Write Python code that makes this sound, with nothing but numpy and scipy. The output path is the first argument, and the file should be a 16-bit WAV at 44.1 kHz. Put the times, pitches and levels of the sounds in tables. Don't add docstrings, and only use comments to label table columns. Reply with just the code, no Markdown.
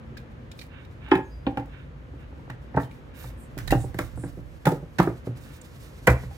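import sys
import numpy as np
from scipy import signal
from scipy.fft import rfft, irfft
from scipy.io import wavfile
from scipy.ndimage import uniform_filter1d

SR = 44100
rng = np.random.default_rng(int(sys.argv[2]) if len(sys.argv) > 2 else 0)


def output_pcm(signal):
    pcm = np.clip(np.atleast_2d(signal).T, -1, 1) * 32767
    wavfile.write(sys.argv[1], SR, np.round(pcm).astype(np.int16))


def gain_from_db(level_db):
    decades = np.asarray(level_db, float) / 20
    return 10 ** decades


N = 280917
TIME = np.arange(N) / SR


def unit(x):
    return x / np.sqrt(np.mean(x ** 2))


def colour(x, points):
    hz, db = np.transpose(points)
    size = x.shape[-1]
    f = np.arange(size // 2 + 1) * SR / size
    return irfft(rfft(x) * gain_from_db(np.interp(np.log(f + 1), np.log(hz), db)), size)


def peak(x, hz, width):
    return signal.lfilter(*signal.iirpeak(hz, hz / width, fs=SR), x)


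def walk(rate, size=N):
    hold = int(SR / rate)
    steps = np.repeat(rng.standard_normal(size // hold + 1), hold)
    return unit(uniform_filter1d(steps, hold)[:size])


def envelope(points):
    return gain_from_db(np.interp(TIME, *np.transpose(points)))


def add(out, s, sound):
    i = int(s * SR)
    out[..., i:i + sound.shape[-1]] += sound[..., :N - i]


def town():
    # frequency in Hz, level in dB per Hz
    town_spectrum = [(15, -21), (25, 0), (55, -2), (145, 4.5), (195, -7.5), (242, -2.5), (427, -13),
                     (503, -8), (677, -18.5), (1740, -23.5), (2990, -31.5), (5600, -45), (6500, -44.5),
                     (8000, -51.5), (13200, -55), (16000, -71)]
    # time in seconds, level in dB
    traffic = [(0.0, -43), (0.98, -47.5), (1.4, -42), (3.25, -46), (3.89, -63), (5.1, -49), (5.55, -50.5),
               (6.25, -42.5)]
    # pitch in Hz, width in Hz, level in dB
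    engines = [(55, 4.5, -3), (58.8, 39, -2.5), (82.9, 1.3, -10), (133.3, 20, -12)]
    mid, side = rng.standard_normal((2, N))
    side = colour(side, [(60, -12.5), (290, -6.5), (1000, 2.0), (5000, -0.5), (8000, -6), (16000, -8.0)])
    air = unit(colour(mid + side * np.array([[1], [-1]]), town_spectrum)) * gain_from_db(-47.5 + walk(3.47))
    drone = 0
    for hz, width_hz, db in engines:
        engine = peak(peak(rng.standard_normal(N), hz, width_hz), hz, width_hz)
        drone = drone + gain_from_db(db) * unit(engine)
    drone = unit(drone) * envelope(traffic) * gain_from_db(-1.0)
    horn_hz, horn_db, horn_end_s = 223.4, -49, 0.6
    fading = np.clip((horn_end_s - TIME) / 0.39, 0, 1)
    horn = np.sin(2 * np.pi * horn_hz * TIME + .5 * walk(8.8)) * fading * gain_from_db(horn_db + 2.0 * walk(7.1))
    return air + drone + horn


def bird():
    # start in seconds, end in seconds, pitch in Hz, level in dB
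    peeps = [
        (1.225, 1.27, 7200, -70),
        (1.246, 1.336, 6450, -64.5),
        (1.3, 1.46, 4880, -59.5),
        (2.842, 2.92, 3110, -61),
        (3.606, 3.67, 6060, -59),
        (0.109, 0.206, 391, -47),
    ]
    out = np.zeros(N)
    for start, end, hz, db in peeps:
        u = np.clip((TIME - start) / (end - start), 0, 1)
        level = gain_from_db(db - 17.5 * u + 2 * walk(46.0)) * np.minimum(8 * u * (1 - u), 1)
        out += level * np.sin(2 * np.pi * hz * TIME + 1.3 * walk(80))
    return out


def breeze():
    # time in seconds, level in dB
    gusts = [(0, -71), (3.5, -51), (3.7, -22.5), (3.85, -37.5), (4.2, -36), (4.45, -43), (6.0, -64),
             (6.12, -37), (6.37, -48)]
    flutter = unit(colour(rng.standard_normal(N), [(30, 6.0), (50, 13), (90, 8), (200, -63.0)]))
    return flutter * envelope(gusts) * np.array([[.1], [1]])


def porch(x):
    # centre in Hz, t60 in seconds, level in dB, stereo width from 0 to 1
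    tail_bands = [(121, 0.26, -21, 0.11), (660, 0.28, -23, 0.14), (2010, 0.23, -15.5, 0.81),
                  (6000, 0.093, -13, 1), (12000, 0.11, -30, 0.4)]
    t = TIME[:SR // 2]
    tail = 0
    for hz, t60, db, width in tail_bands:
        mid, side = rng.standard_normal((2, len(t)))
        band = peak(mid + width * side * np.array([[1], [-1]]), hz, 1.08 * hz)
        band = band * gain_from_db(-60 * t / t60) * np.minimum(t / 0.0035, 1)
        tail = tail + gain_from_db(db) * band / np.sqrt(np.sum(band ** 2) / 2)
    return signal.fftconvolve(x[None], tail, axes=1)[:, :N]


def rubbing():
    # time in seconds, level in dB
    rustle = [(0.0, -83), (1.0, -79), (1.28, -71.5), (1.9, -80), (3.4, -74.5), (3.76, -63.5), (4.3, -67.5),
              (4.55, -70.5), (5.25, -67), (5.5, -65), (6.37, -60.5)]
    # start in seconds, length in seconds, level in dB
    brushes = [(0.559, 0.12, -61), (2.781, 0.098, -58), (2.89, 0.11, -68.5), (3.154, 0.17, -52.5),
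               (3.596, 0.14, -62), (3.714, 0.21, -57), (3.983, 0.11, -52.5), (4.154, 0.32, -66.5),
               (4.693, 0.12, -62.5), (5.023, 0.11, -61), (5.373, 0.17, -60), (5.524, 0.072, -57),
               (5.634, 0.085, -67), (5.779, 0.1, -59)]
    # start in seconds, length in seconds, level in dB
    slides = [
        (0.701, 0.17, -61),
        (1.012, 0.14, -58),
        (1.69, 0.18, -62.5),
        (2.185, 0.078, -65.5),
        (3.116, 0.21, -62.5),
        (5.4, 0.3, -67.5),
    ]
    # start and length in seconds, first and last Hz, level in dB
    skids = [
        (3.165, 0.14, 13200, 12200, -54),
        (3.378, 0.096, 9500, 7900, -58.5),
        (3.379, 0.1, 12800, 12800, -67),
        (3.777, 0.1, 7930, 9040, -51),
        (4.165, 0.13, 8800, 8550, -54),
        (5.613, 0.0094, 7800, 7800, -48),
    ]
    fibres = rng.standard_normal((3, N))
    cloth = colour(fibres[0] + 0.43 * fibres[1:],
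                   [(2500, 8), (6500, 3.0), (9800, -1.0), (12500, 1.0), (16000, -7)])
    out = unit(cloth) * envelope(rustle) * gain_from_db(3.3 * walk(36) + np.array([[-.5], [3]]))

    brush_hz, brush_width_hz = 10460, 14400
    slide_hz, slide_width_hz = 2030, 3320
    skid_width_hz = 3400
    strokes = [(s, length, brush_hz, brush_hz, db, brush_width_hz) for s, length, db in brushes]
    strokes += [(s, length, slide_hz, slide_hz, db, slide_width_hz) for s, length, db in slides]
    strokes += [(*row, skid_width_hz) for row in skids]
    for start, length, first_hz, last_hz, db, width_hz in strokes:
        size = int(1.5 * length * SR)
        u = np.arange(size) / size
        grit = rng.standard_normal((3, size))
        band = unit(colour(grit[0] + .6 * grit[1:], [(20, 0), (width_hz / 2.6, -1), (width_hz / 1.5, -16),
                                                     (width_hz * 1.5, -40)]))
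        glide = np.cos(2 * np.pi * np.cumsum(first_hz + (last_hz - first_hz) * u) / SR)
        pressure = np.sin(np.pi * u ** 0.7) ** 2.33 * gain_from_db(1.4 * walk(84.0, size=SR)[:size])
        sound = pressure * band * glide
        sound = sound + 3.85 * sum(peak(sound, hz, 182) for hz in (1510, 1730, 2280, 2690, 3630))
        add(out, start - 0.15 * length, gain_from_db(db + np.array([[-2.5], [2.5]])) * sound)
    return out


def ticks():
    # time in seconds, peak in dB, left minus right in dB, treble in dB
    edge_ticks = [(1.0844, -43, -0.5, 22), (1.1118, -25.5, 14, -50), (1.151, -31, -1, -1),
                  (1.174, -41, 15, 2), (1.571, -33.5, 0, -36), (1.5944, -47, 6, -3), (1.656, -48, 2, 2),
                  (2.498, -31.5, 0.5, -30), (2.76, -32.5, 0, -41), (2.798, -34, -1, -34),
                  (3.5764, -27.5, -11, -14), (3.5842, -23, 1, -19.5), (3.674, -25.5, -12, -11),
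                  (3.7053, -23.5, -17, 8), (3.716, -13, 2.5, -5), (3.941, -32.5, 3, -16),
                  (3.9857, -22, -6.5, -15.5), (4.156, -40, 1, -9), (4.654, -16.5, -4.5, -22.5),
                  (4.6687, -20.5, -8, 6), (4.7162, -27.5, 3.5, 19), (4.984, -22.5, -22.5, -35.5),
                  (4.9984, -18, 3, -20), (5.0276, -31, -6, -7), (5.6116, -43, -7, 0),
                  (6.069, -14.5, -28, -9), (6.0771, -19, 6, -12), (6.1005, -22, 14, -2)]
    # time in seconds, peak in dB, left minus right in dB, pitch in Hz, treble in dB
    creaks = [
        (0.17, -36, -3, 1680, -18),
        (0.177, -40.5, -7, 3900, -17),
        (0.5138, -33.5, 3, 3460, -15),
        (0.5897, -31, -1, 4100, -18),
        (0.6136, -35.5, -7, 2150, -20),
        (0.848, -44, 5, 3400, -10),
        (0.911, -55, 1, 4010, -16),
        (1.465, -51, -12, 3200, -40),
        (2.83, -39, 5, 3240, -24),
        (2.91, -41, 0, 2280, -24),
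    ]
    # time in seconds, peak in dB, left minus right in dB, pitch in Hz
    pings = [(0.167, -41, 13, 1610), (0.168, -40, -2, 1700), (0.17, -51, 5, 2500), (0.172, -43, -6, 4960),
             (.514, -47, -6, 4930), (.514, -50, -8, 7000), (0.589, -52, -4, 4360), (.61, -41, -7, 4400),
             (1.47, -38, 16, 2480), (1.475, -51, 16, 1780), (1.572, -33, -2, 1370), (3.585, -48, 5, 1900),
             (3.677, -27, 13, 1800), (3.677, -29.5, -9, 3930), (3.704, -26.5, 11, 1900),
             (3.705, -26, 6, 3950), (3.716, -26.5, -1, 2680), (4.003, -32, -3, 580), (4.985, -29, 1, 2400),
             (6.071, -23, -7.5, 2990), (6.09, -25.5, 2, 2300), (6.31, -40, 5, 806)]
    # pitch in Hz, level in dB
    finger_modes = [(2400, 16), (3050, 2), (3800, 13.5), (4350, -23), (5200, -4), (7000, -19)]
    finger_width_hz = 126
    creak_fingers_db, edge_fingers_db = 10.5, -10
    edge_hz, ping_treble_db = 1650, -48
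    broad, narrow = 0.27, 0.037
    rows = [(s, db, pan, edge_hz, treble, edge_fingers_db, broad) for s, db, pan, treble in edge_ticks]
    rows += [(*row, creak_fingers_db, broad) for row in creaks]
    rows += [(*row, ping_treble_db, edge_fingers_db, narrow) for row in pings]

    out = np.zeros((2, N))
    t = TIME[:SR // 7]
    for s, top_db, pan_db, hz, treble_db, fingers_db, width in rows:
        luck = rng.standard_normal((4, len(t)))
        length_ms = 4.05 * 2 ** ((-8 - max(top_db, -34)) / 46)
        snap = gain_from_db(-20 * t * 1000 / length_ms)
        fade = snap + gain_from_db(-20.0 - 60 * t / 0.21)
        grains = (luck[0] + 3.8 * luck[1:3]) * gain_from_db(20.2 * uniform_filter1d(luck[3], size=12))
        onset = np.minimum(t / 0.0048, 1)
        crackle = grains * fade * onset
        struck = grains * snap * onset
        fingers = sum(gain_from_db(db + fingers_db) * peak(struck, f, finger_width_hz) for f, db in finger_modes)
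        ring = peak(struck if width == narrow else crackle, hz, width * hz)
        sound = gain_from_db(treble_db) * (peak(crackle, 17000, 20100) + fingers) + ring
        sides_db = np.clip([[pan_db], [-pan_db]], -14, 14) / 2
        add(out, s, gain_from_db(top_db + sides_db) * sound / np.abs(sound).max())
    return out


def knocks(out, events, modes, crowd_db, ring, boom_ring, push_ms, loose=1):
    # frequency in Hz, level in dB, t60 in seconds
    grain = np.array([(202, -12, 0.03), (478, -19.5, .1), (860, -31, 0.4), (1900, -19.5, 0.082),
                      (3160, -21, 0.0104), (4360, -48.5, 0.2)])
    spots = np.geomspace(230, 5000, num=90) * (1 + .015 * rng.standard_normal(90))
    crowd = [spots] + [np.interp(np.log(spots), np.log(grain[:, 0]), column) for column in grain.T[1:]]
    hz, db, t60 = np.hstack([np.transpose(modes), crowd])[:, :, None]
    strong = len(modes)
    db[strong:] += crowd_db
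    t = TIME[:SR // 4]
    t60 = np.minimum(t60, np.where(hz > 100, .6, .7))
    t60 = t60 * np.clip(np.where(hz < 220, boom_ring, ring), .1, 1)
    press_s, press_db = 0.015, -8.5
    choke_db = press_db * (hz > 220) * (1 - np.exp(-t / press_s))
    rise = np.minimum(t / (0.69 / hz + push_ms / 1000), 1)
    swell = gain_from_db(-60 * t / t60 + choke_db) * rise
    small = swell[strong:] * np.sin(2 * np.pi * hz[strong:] * t)
    sense = np.sign(rng.standard_normal(hz.shape))
    flutter_db, wander_rad, steady_hz = 2.5, 0.95, 700
    chatter_depth = np.minimum(hz[:strong] / steady_hz, 1.3) * loose
    for s, top_db, boom_db, bite_db in events:
        luck = rng.standard_normal((4, 2048))
        tilt_db = (bite_db + 18.5) * np.log2(np.maximum(hz, 400) / 600) / 2
        gain = gain_from_db(db + (boom_db + 6.5) * (hz < 220) + tilt_db) * sense
        gain = gain * gain_from_db(1.6 * luck[0, :len(hz), None])
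        hold = 154
        chatter = np.repeat(luck[2:, :96 * strong].reshape(2, -1, 96), hold, axis=2)[..., :len(t)]
        chatter = uniform_filter1d(chatter, size=hold) * chatter_depth
        wander = wander_rad * (chatter[1] - chatter[1, :, :1])
        rings = gain[:strong] * swell[:strong] * gain_from_db(flutter_db * chatter[0])
        rings = rings * np.sin(2 * np.pi * hz[:strong] * t + wander)
        rattle_ms = max(3.8 * 2 ** ((-31.0 - bite_db) / 10.5), .5)
        rattle = 0.86 * luck[1] * (np.abs(luck[1]) > 2.1) * gain_from_db(-20 * t[:2048] * 1000 / rattle_ms)
        rattle[0] = 1
        blow = rings.sum(axis=0) + signal.fftconvolve(gain[strong:, 0] @ small, rattle)[:len(t)]
        add(out, s, gain_from_db(top_db) * blow / np.abs(blow).max())


def boards():
    # pitch in Hz, level in dB, t60 in seconds
    free = [(163, 7, 0.088), (265, -5.5, 0.24), (334, 3, 0.093), (375.5, -3.5, 0.29), (486, -12.5, 0.24),
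            (770, -23, 0.29), (830, -3, 0.23), (873, -2.5, 0.35), (1037, -21, 0.19), (1310, -26, 0.12),
            (1671, -16.5, 0.46), (1810, -12.5, 0.092), (2120, -22, 0.15), (2588, -20.5, 0.12)]
    tapped = [(133, 1, 0.13), (265.5, 7.5, 0.084), (345, -8, 0.13), (389, -2, 0.13), (480, -4.5, 0.16),
              (550, -12, 0.29), (786, -7, 0.42), (854, -9.5, 0.5), (1112, -24, 0.16), (1370, -33, 0.091),
              (1780, -38, 0.1), (2500, -26, .05)]
    landing = [(124, 5.5, 0.23), (173, -14, 0.13), (271, -2.5, 0.26), (406, -9.5, 0.36),
               (485.5, -9.5, 0.41), (753, 7.5, 0.091), (841, 0.5, 0.24), (945, -6, 0.2), (1155, -4.5, 0.19),
               (1327, -9.5, 0.2), (1550, -15, 0.2), (1766, -6.5, 0.078), (1900, -13.5, 0.3)]
    resting = [(52, -13, 0.18), (110.4, 2, 0.26), (134.4, 7, 0.136), (316, 3.5, 0.17), (364, 5.5, 0.098),
               (456, -3.5, 0.17), (593, -2.5, 0.15), (720, 0.5, 0.077), (765, 6, 0.092), (1680, -26, 0.1),
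               (1130, -21, 0.22), (1380, -18, 0.074), (1900, -27, 0.085), (2790, -12.5, 0.12)]
    nudged = [(121, 7, 0.17), (161.5, -1.5, 0.5), (291.4, 0.5, 0.33), (338, 4.5, 0.22), (477, -3, 0.36),
              (580, -8, 0.098), (661, -5, 0.16), (784, 1.5, 0.1), (994, -7.5, 0.17), (1180, -10, 0.58),
              (1370, -6, .2), (1540, -10, 0.2), (2130, -29, 0.12)]
    seated = [(138, 6.5, 0.084), (163, 5, 0.29), (290, 0, 0.11), (357, 3.5, 0.13), (410, -10, 0.2),
              (476, 1, 0.35), (564, -2, 0.12), (778, 0.5, 0.25), (890, -5, 0.22), (1244, -15.5, 0.29),
              (1404, -9.5, 0.12), (1730, -14.5, 0.13), (1900, -16, 0.15), (2160, -23, 0.14)]
    driven = [(158, 6.5, 0.21), (207, 1.5, .15), (255, -11, 0.12), (334, -1.5, 0.19), (425, -15, 0.27),
              (555, -3.5, 0.09), (658, -0.5, 0.1), (754, -2.5, 0.13), (927, -3.5, 0.2), (1186, -11, 0.26),
              (1310, -12.5, 0.68), (1680, -9, 0.29), (1940, -11, .15), (2300, -38, .15)]
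    settling = [(123, 1, 0.19), (158, -2.5, 0.24), (266.5, -2, 0.22), (348, 1.5, 0.15), (380, -1, 0.14),
                (467, -6.5, 0.23), (667, 5, 0.062), (765, -11, 0.18), (1230, -10, 0.16), (1720, -25, 0.091)]
    home = [(64.4, -1, 0.61), (126.4, -7, 0.67), (159, 2, 0.18), (318, -7, 0.25), (422, 4, 0.2),
            (515, -19, 0.44), (730, 1.5, 0.099), (822, -4.5, 0.17), (949, -1, 0.3), (1310, -8, 0.26),
            (1650, -11.5, 0.21), (1564, 0.5, 0.05), (1919, 5, 0.1), (2255, -5.5, 0.25), (2550, -7, 0.049)]
    # time in seconds, peak in dB, boom in dB, bite (hardness) in dB
    free_knocks = [
        (1.082, -33, -14, -14),
        (1.116, -5.5, -18, -9.5),
        (1.119, -6, -17, -28),
        (1.153, -16, 9, -1),
        (1.187, -21.5, -18, -44),
    ]
    free_taps = [
        (1.466, -19.5, -20, -4),
        (1.469, -12, -15.5, -15),
        (1.572, -17.5, -6, -7),
        (1.597, -26, -17, -17),
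    ]
    landing_knocks = [(2.136, -36, -13, -52), (2.325, -42, -21, -42), (2.394, -41.5, -18, -30),
                      (2.477, -37.5, -20, -28), (2.499, -29, -3, -4.5), (2.742, -31, 2, -7),
                      (2.746, -21, -5.5, -30.5), (2.7686, -10.5, -8.5, -36.5), (2.7733, -9, -10.5, -22),
                      (2.797, -27.5, -21, -6), (2.814, -35, -16, -4), (3.242, -33.5, 3, -13)]
    resting_knocks = [
        (3.57, -25.5, -6, -49),
        (3.654, -37, 16, -19),
        (3.676, -33, 16, -5),
        (3.707, -19.5, 17, -4),
        (3.723, -6, -26, -26),
        (3.727, -13, -10, -13.5),
        (3.7487, -16.5, 13, -20),
        (3.756, -33, -14, -23),
        (3.841, -25.5, -8, -40),
    ]
    nudged_knocks = [
        (3.943, -24.5, -1, -29),
        (3.988, -14, -15, -15.5),
        (4.132, -33, 5, -34),
        (4.174, -28.5, -10, -34),
        (4.236, -21.5, -11, -24),
        (4.265, -31.5, 5, -23),
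        (4.372, -32, -10, -51),
    ]
    seated_knocks = [
        (4.653, -19.5, 3, -5),
        (4.667, -4, -8, -18),
        (4.674, -9.5, -12.5, -20),
        (4.718, -16.5, -20, -42),
        (4.826, -30.5, -7, -45),
    ]
    driven_knocks = [
        (4.985, -22, -9, -16),
        (4.99, -25, -8, -26),
        (4.993, -10.5, -8, -37),
        (4.998, -4.5, -10, -26),
        (5.027, -25, -9, -21),
    ]
    settling_knocks = [
        (5.072, -12.5, -20.5, -26),
        (5.1, -23.5, -11, -27),
        (5.27, -19.5, -11.5, -30),
    ]
    home_knocks = [
        (6.071, -11.5, -13, -21),
        (6.074, -11.5, -16, -7),
        (6.0764, -2.5, -7, -23.5),
        (6.09, -19.5, -15, -38),
        (6.135, -23, -13, -39),
        (6.165, -34, -1, -16),
        (6.201, -40, -14, -10),
        (6.235, -30, 8.5, -23),
    ]
    wood = np.zeros(N)
    knocks(wood, free_knocks, free, crowd_db=-7.5, ring=0.66, boom_ring=0.51, push_ms=0.5, loose=0.37)
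    knocks(wood, free_taps, tapped, crowd_db=-12.5, ring=0.42, boom_ring=0.54, push_ms=0.83, loose=0.47)
    knocks(wood, landing_knocks, landing, crowd_db=-3, ring=0.29, boom_ring=0.48, push_ms=2.3, loose=0.79)
    knocks(wood, resting_knocks, resting, crowd_db=-2.5, ring=0.45, boom_ring=0.34, push_ms=2.26)
    knocks(wood, nudged_knocks, nudged, crowd_db=5.5, ring=0.35, boom_ring=0.63, push_ms=1.25)
    knocks(wood, seated_knocks, seated, crowd_db=-4.5, ring=0.57, boom_ring=0.44, push_ms=1.4, loose=0.71)
    knocks(wood, driven_knocks, driven, crowd_db=2.5, ring=0.39, boom_ring=0.28, push_ms=0.94, loose=0.3)
    knocks(wood, settling_knocks, settling, crowd_db=-6.0, ring=0.38, boom_ring=0.77, push_ms=2.1)
    knocks(wood, home_knocks, home, crowd_db=5.0, ring=0.64, boom_ring=0.41, push_ms=0.7, loose=0.99)
    return wood


def shade_left(near):
    # frequency in Hz, phase in radians
    left_phase = [(0, 0), (400, -.2), (860, -.75), (1500, -.6), (1720, -.9), (2760, -3.4), (4400, -5),
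                  (6400, -6.3), (22050, -6.3)]
    # frequency in Hz, level in dB
    shadow = [(60, -1.5), (500, -1.5), (1300, -1), (2400, -1.5), (4400, -3), (15000, -10)]
    f = np.arange(N // 2 + 1) * SR / N
    lag = np.exp(1j * np.interp(f, *np.transpose(left_phase)))
    left = colour(irfft(rfft(near[0]) * lag, N), shadow)
    return np.stack([left, near[1]])


def scene():
    wood = boards()
    edges = ticks()
    near = wood + edges + rubbing() + porch(wood + edges.mean(axis=0))
    return shade_left(near) + bird() + town() + breeze()


def band_limit(x):
    return signal.sosfilt(signal.butter(12, 16250, fs=SR, output="sos"), x)


def record(dry):
    rounded = np.tanh(0.67 * dry) / 0.52
    cut = signal.sosfilt(signal.butter(6, 43, "high", fs=SR, output="sos"), rounded)
    cut = signal.sosfilt(signal.ellip(8, .5, 70, 15800, fs=SR, output="sos"), cut)
    return band_limit(cut)


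dry = scene()
out = record(dry)
output_pcm(out)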